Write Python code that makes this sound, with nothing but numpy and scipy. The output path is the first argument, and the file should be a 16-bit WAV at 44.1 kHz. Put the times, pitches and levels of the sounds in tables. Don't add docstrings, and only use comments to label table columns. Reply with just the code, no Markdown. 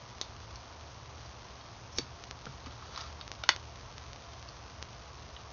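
import sys
import numpy as np
from scipy import signal
from scipy.fft import rfft, irfft, next_fast_len
from scipy.io import wavfile

SR = 44100
rng = np.random.default_rng(int(sys.argv[2]) if len(sys.argv) > 2 else 0)


def level_to_linear(level):
    exponent = np.asarray(level, float) / 20
    return 10 ** exponent


def materialize(psi):
    bounded = np.clip(np.atleast_2d(psi).T, -1, 1)
    quanta = np.round(bounded * 32767).astype(np.int16)
    wavfile.write(sys.argv[1], SR, quanta)


N = 243476


def set_level(x, rms_db):
    return x * level_to_linear(rms_db) / np.sqrt(np.mean(x ** 2))


def resonate(x, modes):
    out = 0
    for k, (mode_hz, width_hz, gain_db) in enumerate(modes):
        b, a = signal.iirpeak(mode_hz, mode_hz / max(width_hz, 2), fs=SR)
        out = out + (-1) ** k * level_to_linear(gain_db) * signal.lfilter(b, a, x)
    return out


def add(track, start_s, sound, peak_db):
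    i = int(start_s * SR)
    part = sound[:N - i]
    track[i:i + len(part)] += part * level_to_linear(peak_db) / np.max(np.abs(sound))


# pitch_hz [Hz], density_db [dB per Hz]
FAN_SPECTRUM = [(20, -41.5), (55, -2), (125, -6.5), (160, -14.5), (300, -19), (1110, -14), (1460, -21.5),
                (2860, -44)]
# pitch_hz [Hz], width_hz [Hz], level_db [dB rms]
FAN_HUMS = [(74.93, 4.7, -58), (115.8, 14, -60), (683, 10, -67), (1010, 10, -87)]


def fan():
    size = next_fast_len(N)
    hz = np.maximum(np.arange(size // 2 + 1) * SR / size, 1)
    point_hz, point_db = np.array(FAN_SPECTRUM).T
    colour = level_to_linear(np.interp(np.log(hz), np.log(point_hz), point_db, left=-80, right=-80))
    air = irfft(rfft(rng.standard_normal(size)) * colour, size)[:N]
    out = set_level(air, -51)
    for pitch_hz, width_hz, level_db in FAN_HUMS:
        mode = [(pitch_hz, width_hz, 0)]
        hum = resonate(resonate(rng.standard_normal(N), mode), mode)
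        out = out + set_level(hum, level_db)
    return out


# start_s [s], level_db [dB peak]
SPIKES_UP = [(0.1839, -33.5), (0.2334, -33.3), (0.3651, -34.9), (0.4031, -34.6), (0.8105, -34.9),
             (2.311, -20.6), (2.3906, -36.5), (3.1279, -32.9), (3.2787, -26.0), (3.3168, -20.1),
             (3.3526, -33.8), (3.5631, -20.8), (3.8122, -35.2), (3.9815, -26.0), (4.0394, -35.6),
             (4.1321, -27.3), (4.1607, -31.8), (4.2226, -35.5), (4.3345, -34.2), (4.4271, -29.5)]
# start_s [s], level_db [dB peak]
SPIKES_DOWN = [
    (2.239, -25.9),
    (2.456, -26.5),
    (4.8266, -20.1),
]


def input_noise():
    sparks_per_s, spark_db, hiss_db = 4500, -51, -55.5
    sparks = (rng.random(N) < sparks_per_s / SR) * rng.exponential(size=N)
    out = set_level(sparks - sparks.mean(), spark_db)
    out += set_level(rng.standard_normal(N), hiss_db)
    for spikes, sign in ((SPIKES_UP, 1), (SPIKES_DOWN, -1)):
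        for start_s, level_db in spikes:
            add(out, start_s, np.array([sign]), level_db + 11.2)
    return out


def pressure(strokes):
    t = np.arange(N) / SR
    out = np.zeros(N)
    for peak_s, level_db, press_s, release_s in strokes:
        corners_s = [peak_s - abs(press_s), peak_s, peak_s + abs(release_s)]
        out += np.interp(t, corners_s, [0, level_to_linear(level_db), 0])
    return out


# peak_s [s, most pressure], level_db [dB], press_s [s], release_s [s]
NAIL_STROKES = [
    (1.928, -52, 0.022, 0.075),
    (1.9615, -44, .0015, .006),
    (1.978, -42, 0.011, 0.013),
]
# peak_s [s, most pressure], level_db [dB], press_s [s], release_s [s]
FINGER_STROKES = [
    (2.668, -53, 0.015, 0.023),
    (2.722, -50.5, .02, 0.016),
    (2.86, -52, .12, 0.13),
    (2.945, -49, 0.031, .03),
    (2.978, -43, .018, 0.033),
    (3.015, -45.5, 0.038, 0.13),
]
# pitch_hz [Hz], width_hz [Hz], gain_db [dB]
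CATCH_MODES = [(5600, 880, -2), (6500, 700, -6)]
# pitch_hz [Hz], width_hz [Hz], gain_db [dB]
WALL_MODES = [(3440, 880, -6), (4700, 450, 3), (5800, 5200, -5)]
# pitch_hz [Hz], width_hz [Hz], gain_db [dB]
HOLLOW_MODES = [(1050, 1020, 4.5), (1380, 145, 12.5)]


def slides():
    grains_per_s = 3000
    grains = (rng.random(N) < grains_per_s / SR) * rng.standard_normal(N)
    grains = grains * level_to_linear(1.5 * rng.exponential(size=N))
    catch = set_level(resonate(grains, CATCH_MODES), -3)
    walls = set_level(resonate(grains, WALL_MODES), -4.5)
    hollow = set_level(resonate(grains, HOLLOW_MODES), -3.5)
    return catch * pressure(NAIL_STROKES) + (walls + hollow) * pressure(FINGER_STROKES)


# start_s [s, the knock], level_db [dB peak], pitch_hz [Hz]
THUDS = [(1.984, -34.5, 477), (1.984, -28.5, 380), (1.984, -35.5, 285), (1.985, -39.5, 220),
         (1.983, -39, 127.5), (2.467, -34, 1380), (2.466, -41, 131), (2.465, -46, 230), (2.466, -43.5, 466),
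         (2.666, -41.5, 257), (2.889, -44.5, 490), (3.489, -37.5, 342)]


def thuds():
    out = np.zeros(N)
    t = np.arange(8192) / SR
    for start_s, level_db, pitch_hz in THUDS:
        t60_s = 0.03 + 0.072 * (230 / pitch_hz) ** 2.6
        shake = resonate(rng.standard_normal(len(t)), [(pitch_hz, 0.35 * pitch_hz, 0)])
        tone = np.sin(2 * np.pi * pitch_hz * t) + set_level(shake, -9)
        ring = tone * np.exp(-np.log(1000) * t / max(t60_s, 0.002))
        lag_s = 0.45 / pitch_hz
        add(out, start_s + lag_s, ring, level_db)
    return out


def chatter(contact_ms, size=4096):
    happens = rng.random(size) < 0.15
    force = 2 * rng.random(size) - 1
    out = happens * force * np.exp(-1000 * np.arange(size) / SR / contact_ms)
    out[0] = 1.44
    return out


# [dB, hollow minus bright]
TICKS = [(0.558, -38.5, 4500, -16), (1.261, -44, 4600, -15), (1.4526, -57, 3260, -3),
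         (1.611, -45, 3320, -9), (2.6416, -47, 4100, -18), (2.661, -38, 4570, 7), (2.6702, -40, 3050, 14),
         (2.71, -48, 3100, -8), (2.824, -42, 4930, 14), (2.8607, -45, 4600, 13), (2.9612, -31.5, 3860, 4),
         (2.9761, -31, 4800, 4.5), (3.0072, -36, 3760, -8), (3.0117, -32.5, 4800, 3),
         (3.063, -50, 3840, -6), (3.2118, -33.5, 3670, -1), (3.337, -44.5, 5600, 4),
         (4.488, -38.5, 4470, -9), (5.3648, -40.5, 2920, -10)]


def ticks():
    out = np.zeros(N)
    for start_s, level_db, pitch_hz, hollow_db in TICKS:
        modes = [(pitch_hz, 300, 2),
                 (min(1.364 * pitch_hz, 6800), 600, -7),
                 (0.72 * pitch_hz, 700, -10),
                 (1143, 220, hollow_db - 0.5)]
        add(out, start_s, resonate(chatter(contact_ms=1.9), modes), level_db + 5)
    return out


# pitch_hz [Hz], width_hz [Hz], gain_db [dB]
CLASP_MODES = [(450, 570, -8.5), (2080, 500, -11.5), (3670, 480, -1), (4400, 310, 0), (4800, 380, -4),
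               (6440, 560, -1.5)]
CASE_MODES = [(396, 76, 4), (1600, 640, -4.5), (2300, 220, -3), (3690, 730, 0.5), (4570, 53, 12),
              (5340, 270, 4), (6880, 780, 2.5)]
BASE_MODES = [(640, 170, -9.5), (1424, 130, -2), (2300, 130, -13), (2900, 790, -8.5), (3780, 480, -12),
              (5200, 760, -10), (5560, 700, -13.5)]
LID_MODES = [(600, 210, -2), (1050, 710, 4), (1460, 670, 2.5), (2080, 410, 2), (3140, 460, -5.5),
             (3730, 300, 1), (4500, 650, -5), (5750, 270, -3), (6710, 830, -8)]
# start_s [s], level_db [dB peak]
CLASP_HITS = [
    (.2135, -17.5),
    (.2190, -34),
]
CASE_HITS = [
    (1.9850, -11.5),
    (1.9858, -27),
    (1.9868, -24),
]
BASE_HITS = [
    (3.4364, -25),
    (3.4378, -22),
]
LID_HITS = [
    (3.4902, -4.5),
    (3.4908, -9),
    (3.4913, -11),
    (3.4922, -7),
]
CRACK_DB = [
    -31,
    -15.5,
    -15,
    -9.5,
]


def blows():
    out = np.zeros(N)
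    contact = signal.unit_impulse(4096)
    crack = signal.lfilter(*signal.butter(1, [900, 5000], "band", fs=SR), contact)
    parts = ((CLASP_HITS, CLASP_MODES), (CASE_HITS, CASE_MODES), (BASE_HITS, BASE_MODES), (LID_HITS, LID_MODES))
    for (hits, modes), crack_db in zip(parts, CRACK_DB):
        blow = resonate(contact, modes) + level_to_linear(crack_db) * crack
        for start_s, level_db in hits:
            add(out, start_s, blow, level_db)
    return out


def echoes(t60_s, delay_s, level_db, band_hz):
    t = np.arange(12000) / SR
    noise = signal.lfilter(*signal.butter(1, band_hz, "band", fs=SR), rng.standard_normal(len(t)))
    onset = np.clip(t / delay_s, 0, 1) ** 4
    decay = np.exp(-np.log(1000) * t / t60_s)
    return set_level(noise * decay * onset, level_db) / np.sqrt(len(t))


def room(x):
    desk = echoes(t60_s=0.024, delay_s=0.0017, level_db=-13, band_hz=[700, 5000])
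    walls = echoes(t60_s=0.17, delay_s=0.0062, level_db=-15.5, band_hz=[1200, 5500])
    return x + signal.fftconvolve(x, desk + walls)[:N]


def scene():
    handling = slides() + thuds() + ticks() + blows()
    return (fan() + input_noise() + room(handling))[None]


def band_limit(x):
    return signal.sosfilt(signal.butter(12, 7280, fs=SR, output="sos"), x)


def record(dry):
    taps = signal.firwin(121, 6606, window=("kaiser", 7.5), fs=SR)
    mix = signal.fftconvolve(dry, taps[None], mode="same")
    mix = mix + level_to_linear(-101) * rng.standard_normal(dry.shape)
    return band_limit(mix)


dry = scene()
out = record(dry)
materialize(out)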